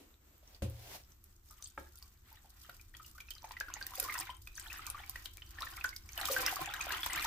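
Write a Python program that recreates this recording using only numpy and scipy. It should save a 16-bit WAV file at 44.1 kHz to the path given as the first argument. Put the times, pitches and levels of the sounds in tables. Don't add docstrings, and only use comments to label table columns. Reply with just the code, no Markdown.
import sys
import numpy as np
from scipy import signal
from scipy.fft import rfft, irfft
from scipy.io import wavfile

SR = 44100
rng = np.random.default_rng(int(sys.argv[2]) if len(sys.argv) > 2 else 0)


def persist_wave(psi):
    counts = np.round(np.clip(psi, -1, 1) * 32767).astype(np.int16)
    wavfile.write(sys.argv[1], SR, np.atleast_2d(counts).T)


N = 320166

# f/Hz, level/dB
GURGLE_SPECTRUM = [(150, -48), (250, -4), (403, -21.5), (498, -50), (609, -18.5), (1320, 0), (1500, -1),
                   (1830, -1), (5000, -10.5), (6500, -44), (11000, -120)]
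# f/Hz, level/dB
SPATTER_SPECTRUM = [(700, -57), (1800, -38), (2800, -12.5), (4700, -5), (5600, -3.5), (9900, -9),
                    (14100, -1.5), (15200, -1), (16200, -28)]
# f/Hz, level/dB
CLUNK_SPECTRUM = [(100, -15), (300, 5.5), (1500, -16.5), (2600, -11), (5000, -16), (15000, -20),
                  (17000, -60)]


def stirring():
    # t/s (fully swollen), hold/s, gurgle level/dB, spatter level/dB
    strokes = [(1.52, 0.17, -76.5, -66), (1.8, 0.3, -78.5, -67), (2.3, 0.054, -68.5, -69.5),
               (2.549, 0.19, -69.5, -63.5), (2.97, 0.47, -78.5, -65.5), (3.45, 0.039, -64, -64),
               (3.7, 0.31, -61.5, -61.5), (3.989, 0.22, -53, -50), (4.6, 0.072, -61, -57.5),
               (4.74, .15, -54.5, -60), (5.0, .24, -61.5, -59.5), (5.61, 0.17, -53.5, -56),
               (6.2, 0.031, -49.5, -61), (6.291, 0.11, -40.5, -40), (6.481, 0.14, -42.5, -50.5),
               (6.8, 0.19, -45.5, -53.5), (7.04, .25, -46, -46)]
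    swell_db_per_s, settle_db_per_s = 149, 160
    t = np.arange(N) / SR
    calm_db = np.array([[-94.5], [-80]]) + 2.5 * t
    power = from_db(2 * calm_db) * (t > 1.0) + 1e-12
    for start, hold, *db in strokes:
        swell_db = swell_db_per_s * np.maximum(start - t, 0)
        settle_db = settle_db_per_s * np.maximum(t - start - hold, 0)
        power = power + from_db(2 * (np.array(db)[:, None] - swell_db - settle_db))
    return 10 * np.log10(power)


def paint(gurgle_db, spatter_db):
    gurgle = swarm(gurgle_db, GURGLE_SPECTRUM, 528, 4036, cycles=52, spread_db=2, count=4500, size=900)
    spatter = swarm(spatter_db, SPATTER_SPECTRUM, 2830, 14700,
                    cycles=34, spread_db=4, count=4000, size=250)
    slosh = from_db(gurgle_db - 7 + np.minimum(7.1 * drift(30), 7)) * stereo_noise(GURGLE_SPECTRUM)
    hiss = from_db(spatter_db - 7 + 6.7 * drift(52)) * stereo_noise(SPATTER_SPECTRUM)
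    wet = gurgle + spatter + slosh + hiss + flecks(spatter_db) + large_bubbles() + snaps() + bristles()
    low_cut = signal.butter(3, 310, "high", fs=SR, output="sos")
    return signal.sosfilt(low_cut, wet)


def large_bubbles():
    # t/s, level/dB, f/Hz, t60/s
    bubbles = [(2.69, -47, 690, 0.027), (2.695, -32, 1400, .014), (2.795, -50, 2370, 0.035),
               (2.94, -40.5, 1780, 0.016), (2.949, -36, 3130, 0.014), (2.997, -45, 1250, 0.066),
               (3.045, -48.5, 2780, 0.044), (3.151, -55, 1220, 0.08), (3.18, -41.5, 1470, 0.037),
               (3.203, -38.5, 2330, 0.03), (3.285, -40, 2430, 0.019), (3.309, -36.5, 3090, 0.037),
               (3.428, -47.5, 960, 0.031), (3.442, -33.5, 833, 0.028), (3.509, -28, 930, 0.011),
               (3.567, -30.5, 2000, 0.021), (3.608, -22.5, 1639, .029), (3.679, -52, 330, 0.067),
               (3.683, -36.5, 1425, 0.037), (3.7, -37.5, 1067, 0.03), (3.765, -38, 828, 0.03),
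               (3.812, -30.5, 1556, 0.031), (3.865, -35.5, 1870, 0.015), (3.918, -45, 962, 0.052),
               (3.936, -32, 1110, 0.017), (3.977, -46, 524, 0.086), (3.982, -43.5, 740, 0.091),
               (4.025, -41, 463, 0.035), (4.026, -42.5, 1390, 0.085), (4.099, -49, 342, 0.073),
               (4.046, -38.5, 1058, 0.14), (4.085, -31, 1190, 0.048), (4.095, -28.5, 2064, 0.041),
               (4.121, -30.5, 2020, .025), (4.155, -33, 1073, 0.033), (4.177, -36.5, 940, 0.051),
               (4.22, -36.5, 2340, 0.023), (4.27, -35, 1480, 0.018), (4.292, -32.5, 985, 0.041),
               (4.3, -39.5, 3104, 0.043), (4.472, -34, 2426, 0.019), (4.579, -33, 1540, .02),
               (4.7, -38.5, 2590, 0.063), (4.72, -37.5, 1930, .03), (4.74, -37, 1680, 0.025),
               (4.791, -55, 342, 0.099), (4.792, -33.5, 1270, 0.025), (4.871, -43.5, 1177, 0.082),
               (4.945, -35, 1176, .057), (5.0, -41, 787, 0.036), (5.036, -35.5, 2190, 0.02),
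               (5.157, -28, 1896, 0.018), (5.257, -33.5, 3190, 0.025), (5.38, -37.5, 2220, 0.011),
               (5.42, -35, 3040, 0.019), (5.585, -31, 1730, 0.024), (5.61, -39, 1052, 0.15),
               (5.627, -31.5, 1273, 0.046), (5.669, -32, 1710, 0.028), (5.769, -40, 2180, 0.027),
               (5.81, -29, 2510, 0.019), (5.843, -21, 1480, 0.043), (5.928, -38.5, 2080, 0.028),
               (6.089, -40.5, 2240, 0.023), (6.176, -26, 2900, 0.016), (6.176, -45.5, 668, 0.073),
               (6.23, -49, 657, 0.13), (6.212, -36, 768, 0.069), (6.245, -36, 1230, .029),
               (6.285, -27, 1187, .035), (6.298, -33, 509.5, 0.16), (6.339, -40, 501, .1),
               (6.363, -20.5, 1570, 0.049), (6.399, -41.5, 503, 0.2), (6.262, -29, 3170, 0.023),
               (6.342, -30, 2290, 0.014), (6.47, -34, 1220, .035), (6.43, -31.5, 1020, 0.039),
               (6.525, -28, 750, 0.034), (6.566, -25, 1110, .023), (6.592, -30.5, 740, 0.021),
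               (6.675, -36.5, 796, 0.13), (6.737, -31, 1635, 0.044), (6.807, -27, 2510, .035),
               (6.867, -27.5, 700, 0.014), (6.921, -42.5, 362, 0.058), (6.905, -23, 1700, 0.024),
               (7.031, -20.5, 3335, 0.02), (7.062, -21.5, 966, 0.013), (7.099, -30.5, 2010, 0.028),
               (7.121, -30, 2080, 0.028), (7.161, -32.5, 1134, 0.025), (7.182, -43, 2050, 0.025),
               (7.2, -52, 330, 0.1), (7.215, -42, 1610, 0.014), (7.246, -28.5, 903, 0.032)]
    s, db, hz, t60 = np.transpose(bubbles)
    attack_s = 0.0018
    rings = pings(s, db, hz, t60, size=4500, pan_db=brush_pan(s, hz), rise=0.049, rough=0.37,
                  lag_s=0.00003, droop=1.096, attack_cycles=attack_s * hz[:, None])
    smacks = burst(s, db - 19, t60=0.049, colour=GURGLE_SPECTRUM)
    return rings + smacks


def snaps():
    # t/s, ring level/dB, f/Hz, spit level/dB
    films = [(1.105, -56, 9000, -63), (1.241, -38, 11800, -59), (1.459, -54, 8960, -62),
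             (1.51, -40, 12100, -52), (1.956, -49, 7000, -49.5), (1.6246, -33, 5890, -49),
             (2.0255, -38.5, 4800, -48), (2.696, -34, 12700, -55), (2.812, -48, 7160, -48.5),
             (2.968, -47, 6600, -46.5), (3.022, -49, 7000, -62), (3.076, -50, 7940, -71),
             (3.18, -55, 6000, -51), (3.2038, -41, 3220, -47), (3.3058, -35, 4360, -37),
             (3.352, -41, 4600, -61), (3.382, -39.5, 4000, -65), (3.5187, -40.5, 4200, -43.5),
             (3.6008, -33, 5600, -35), (3.7393, -23, 6600, -49), (3.826, -27, 4640, -60),
             (3.8666, -21, 14000, -36), (3.976, -37, 5000, -47), (3.9991, -15.5, 9000, -28.5),
             (4.002, -13.5, 13000, -51), (4.0288, -20, 12200, -54), (4.1403, -28, 9050, -36),
             (4.178, -26, 15200, -39), (4.1898, -24, 7030, -55), (4.2088, -22.5, 15100, -56),
             (4.4733, -44, 3460, -46), (4.597, -29.5, 8560, -38), (4.7285, -44, 5300, -38),
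             (4.8663, -30, 7100, -34), (4.901, -19, 10230, -38), (5.096, -19, 13600, -42),
             (5.257, -32.5, 3800, -41.5), (5.3716, -22.5, 15800, -69), (5.606, -33, 4930, -42),
             (5.6213, -25.5, 3920, -48), (5.8412, -36, 13500, -33.5), (5.891, -30, 5270, -41),
             (5.9634, -28, 5180, -39.5), (6.091, -37, 5760, -57), (6.1323, -33.5, 6700, -59),
             (6.1771, -20.5, 12500, -39), (6.213, -28.5, 4040, -35), (6.2544, -27.5, 3540, -27.5),
             (6.314, -27, 4430, -37), (6.4632, -15, 5470, -26.5), (6.558, -35, 4530, -32),
             (6.6153, -28.5, 12200, -40), (6.6593, -27, 7400, -43), (6.738, -29.5, 3660, -34.5),
             (6.812, -23.5, 6300, -43), (6.893, -23, 14200, -46), (6.9218, -30, 4150, -32),
             (7.062, -20, 13000, -32), (7.133, -21, 7970, -35.5), (7.196, -27.5, 4130, -53),
             (7.244, -32, 3800, -31)]
    s, db, hz, spit_db = np.transpose(films)
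    ring_cycles = 45
    rings = pings(s, db, hz, ring_cycles / hz, size=500, pan_db=brush_pan(s, hz), rise=0.083,
                  rough=0.61, lag_s=0.00003, attack_cycles=0.54)
    return rings + burst(s, spit_db, t60=0.02, colour=SPATTER_SPECTRUM)


def brush_pan(s, hz):
    # t/s, left over right/dB
    path = [(1.5, -1), (3.0, 2), (3.6, 0), (4.15, -2.5), (4.6, 0.5), (5.3, 3), (6.0, -4.5), (6.6, -0.5),
            (7.26, 4.5)]
    pan_db = np.interp(s, *np.transpose(path)) + 4.5 * rng.standard_normal(len(s))
    return pan_db * np.minimum(hz / 3300, 1)


def swarm(level_db, colour, low_hz, high_hz, cycles, spread_db, count, size):
    when, pitch, chance, side = rng.random((count, 4)).T
    s = when * N / SR
    hz = low_hz * (high_hz / low_hz) ** pitch
    clump_db = 6.6 * drift(10.9)[(s * SR).astype(int)]
    accent_db = -spread_db * np.log(np.maximum(chance, 0.01))
    db = at_hz(colour, hz) + 20 * np.log10(hz) + clump_db + accent_db
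    rings = pings(s, db, hz, cycles / hz, size, pan_db=4.6 * (side - 0.5),
                  rise=0.27 * chance[:, None], rough=0.19)
    return from_db(level_db) * rms_one(rings)


def flecks(spatter_db, count=260, spread_db=4):
    when, chance = rng.random((count, 2)).T
    db = spatter_db[(when * N).astype(int)] + 0.5 - spread_db * np.log(np.maximum(chance, 0.02))
    return burst(when * N / SR, db, t60=0.013, colour=SPATTER_SPECTRUM, swell_s=0.00046)


def bristles():
    # t/s, level/dB, f/Hz
    touches = [(1.505, -53.5, 1230), (1.595, -57, 1170), (1.863, -58.5, 1630), (1.94, -63, 1375),
               (2.017, -58.5, 1130), (2.284, -64, 2150), (2.313, -54.5, 890), (2.443, -53.5, 785)]
    s, db, hz = np.transpose(touches)
    return pings(s, db, hz, t60=np.full(len(s), 0.16), size=8000,
                 rise=0.036, rough=0.65, attack_cycles=3.6)


def churn(gurgle_db):
    # f/Hz, bandwidth/Hz, level/dB
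    air_modes = [(149, 35, -13), (329, 26, -5.5), (547, 13.4, -15.5), (782, 25, 0), (1032, 70, -2)]
    drive_db = -50.5 + 0.99 * (gurgle_db + 61.5)
    lumps = from_db(drive_db + 4.9 * drift(20.4)) * stereo_noise([(50, 0), (5000, 0)])
    hollow = 0
    for hz, width_hz, db in air_modes:
        r = np.exp(-np.pi * width_hz / SR)
        feedback = [1, -2 * r * np.cos(2 * np.pi * hz / SR), r * r]
        hollow = hollow + from_db(db) * signal.lfilter([1 - r, 0, r - 1], feedback, lumps)
    return hollow


def knock():
    # f/Hz, level/dB, t60/s
    wall_modes = [(70.3, -2.5, 1), (354, -2, 0.24), (573, 1, 0.052), (875, 13, 0.021), (1314, 14.5, 0.022),
                  (1620, 10.5, 0.03), (2210, 2.5, 0.031)]
    return blow(wall_modes, start_s=1.777, level_db=-43.5, clunk_db=-11.5, clunk_t60=0.27)


def thud():
    # f/Hz, level/dB, t60/s
    floor_modes = [(70.4, -4, 0.48), (84.6, -0.5, 0.44), (114.5, -8, 0.63), (200, -8.5, 0.14),
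                   (360, -16, 0.31), (510, -7, 0.061), (541, -28, 0.52), (760, -22, 0.068),
                   (1590, -14.5, 0.019)]
    return blow(floor_modes, start_s=0.621, level_db=-27.5, clunk_db=-14, clunk_t60=0.18)


def blow(modes, start_s, level_db, clunk_db, clunk_t60):
    hz, db, t60 = np.transpose(modes)
    rings = pings(np.full(len(hz), start_s), level_db + db, hz, t60, size=30000, attack_cycles=0.73)
    return rings + burst(start_s, level_db + clunk_db, clunk_t60, CLUNK_SPECTRUM)


def slide():
    # start t/s, loudest t/s, level/dB
    pushes = [(0.426, 0.56, -61.5), (0.66, 0.958, -47.5)]
    # f/Hz, level/dB
    grit_spectrum = [(120, -19), (200, -6.5), (278, -11), (722, -3), (1230, -13), (1710, -9.5),
                     (5630, -10.5), (9060, -18), (14600, -11), (16000, -12.5)]
    swell_db_per_s, stop_db_per_s = 61, 284
    t = np.arange(N) / SR
    gain = 0
    for start, top, db in pushes:
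        fade_db = swell_db_per_s * np.maximum(top - t, 0) + stop_db_per_s * np.maximum(t - top, 0)
        gain = gain + (t > start) * from_db(db - fade_db)
    return gain * from_db(0.8 * drift(60)) * stereo_noise(grit_spectrum)


def ticks():
    # t/s, level/dB, f/Hz, t60/s
    contacts = [(0.113, -54, 14500, 0.007), (0.141, -51, 3500, 0.0094), (0.38, -49, 13500, 0.008),
                (0.428, -52, 580, 0.028), (0.476, -42, 5950, 0.0072), (0.547, -44, 4400, 0.017),
                (0.699, -33, 12000, 0.0071), (1.12, -46.5, 6450, 0.0083)]
    s, db, hz, t60 = np.transpose(contacts)
    return pings(s, db, hz, t60, size=1500, rough=0.71)


def rustle():
    return from_db(3.8 * drift(5.3)) * burst(0, db=-67, t60=1.8, colour=CLUNK_SPECTRUM)


def bucket_echo(x, wet_db=-8, low_t60=0.27, treble_t60=0.11):
    # f/Hz, level/dB
    echo_spectrum = [(100, -11), (400, -4), (1500, -9.5), (3000, -4), (6000, -3.5), (16000, -11.5)]
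    t = np.arange(SR // 3) / SR
    noise = stereo_noise(echo_spectrum)[:, :len(t)]
    low = signal.sosfilt(signal.butter(2, 3060, fs=SR, output="sos"), noise)
    tail = low * from_db(-60 * t / low_t60) + (noise - low) * from_db(-60 * t / treble_t60)
    tail *= t > 0.0015
    tail /= np.sqrt(np.sum(tail ** 2, axis=1, keepdims=True))
    return x + from_db(wet_db) * signal.fftconvolve(x, tail, axes=1)[:, :N]


def rumble():
    # t/s, level/dB
    swell = [(0.0, -68.5), (0.85, -62), (1.3, -63), (2.26, -63.5), (2.85, -60), (5.1, -56.5), (7.26, -55.5)]
    # f/Hz, level/dB
    rumble_spectrum = [(8.8, -23), (15, 8), (65, 12.5), (120, 1.5), (146, -22), (194, -19), (237, -11),
                       (270, -24), (334, -6.5), (402, -21), (450, -52), (580, -80), (990, -120)]
    level_db = np.interp(np.arange(N) / SR, *np.transpose(swell))
    return from_db(level_db) * stereo_noise(rumble_spectrum)


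def hush():
    # f/Hz, level/dB
    hush_spectrum = [(80, -54), (130, -1), (330, -9), (550, -16.5), (1300, -10.5), (1800, -15), (2800, -17),
                     (5000, -19), (8000, -14.5), (9800, -37), (12500, -11), (15500, -15.5), (16200, -47)]
    return from_db(-71 + 2 * drift(7.6)) * stereo_noise(hush_spectrum)


def pings(s, db, hz, t60, size, pan_db=0, rise=0, rough=0, droop=0.86, lag_s=0.00008, attack_cycles=1):
    out = np.zeros((2, N + size))
    lag = lag_s * rng.standard_normal((len(s), 1))
    at = np.clip(s * SR, 0, N - 1).astype(int)[:, None] + np.arange(size)
    hz, t60 = hz[:, None], np.maximum(t60, 1e-4)[:, None]
    wobble = 0
    if rough:
        wobble = rough * np.cumsum(rng.standard_normal(at.shape), axis=1) * np.sqrt(hz / SR)
    for channel, sign in enumerate((1, -1)):
        t = np.maximum(np.arange(size) / SR - np.maximum(sign * lag, 0), 0)
        tone = np.sin(2 * np.pi * hz * t * (1 + rise * t / t60) + wobble)
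        attack = 1 - np.exp(-t * hz / attack_cycles)
        decay = from_db(-60 * (t / t60) ** droop)
        gain = from_db(db + sign * pan_db / 2)[:, None]
        out[channel] = np.bincount(at.ravel(), (gain * attack * decay * tone).ravel(), N + size)
    return out[:, :N]


def burst(s, db, t60, colour, swell_s=0.00038):
    triggers = np.zeros(N)
    triggers[(np.asarray(s) * SR).astype(int)] = from_db(db)
    decay = signal.lfilter([1], [1, -from_db(-60 / (t60 * SR))], triggers + 1e-18)
    swell = np.exp(-1 / (swell_s * SR))
    return signal.lfilter([1 - swell], [1, -swell], decay) * stereo_noise(colour)


def stereo_noise(colour):
    # f/Hz, left-right correlation
    likeness = [(60, 1), (180, 0.89), (550, 0.44), (1650, 0.038), (4970, -0.19), (15000, -0.036)]
    hz = np.maximum(np.arange(N // 2 + 1) * SR / N, 1)
    mid, side = rfft(rng.standard_normal((2, N))) * from_db(at_hz(colour, hz))
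    alike = at_hz(likeness, hz)
    return rms_one(irfft(np.sqrt(1 + alike) * mid + np.sqrt(1 - alike) * side * [[1], [-1]], N))


def drift(rate_hz):
    hop, run_in = 40, 2000
    r = np.exp(-2 * np.pi * hop * rate_hz / SR)
    noise = rng.standard_normal(N // hop + run_in + 2)
    slow = signal.lfilter([1], [1, -2 * r, r * r], noise)[run_in:]
    return np.interp(np.arange(N) / hop, np.arange(len(slow)), rms_one(slow))


def at_hz(points, hz):
    point_hz, values = np.transpose(points)
    return np.interp(np.log(hz), np.log(point_hz), values)


def from_db(db):
    return 10 ** (np.asarray(db) / 20)


def rms_one(x):
    return x / np.sqrt(np.mean(x ** 2) + 1e-20)


def scene():
    gurgle_db, spatter_db = stirring()
    action = paint(gurgle_db, spatter_db) + knock() + thud()
    bed = rumble() + hush()
    return bucket_echo(action + ticks()) + churn(gurgle_db) + slide() + rustle() + bed


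def record(dry):
    # f/Hz, left over right/dB
    balance = [(60, 0.5), (3000, 0.5), (5500, -1.5), (8000, 5.5), (10000, 1.5), (12500, -1), (15000, -4.5)]
    hz = np.maximum(np.arange(N // 2 + 1) * SR / N, 1)
    tilt_db = at_hz(balance, hz) / 2 * [[1], [-1]]
    tilted = irfft(rfft(dry) * from_db(tilt_db), N)
    return signal.sosfilt(signal.cheby2(12, 70, 16500, fs=SR, output="sos"), tilted)


dry = scene()
out = record(dry)
persist_wave(out)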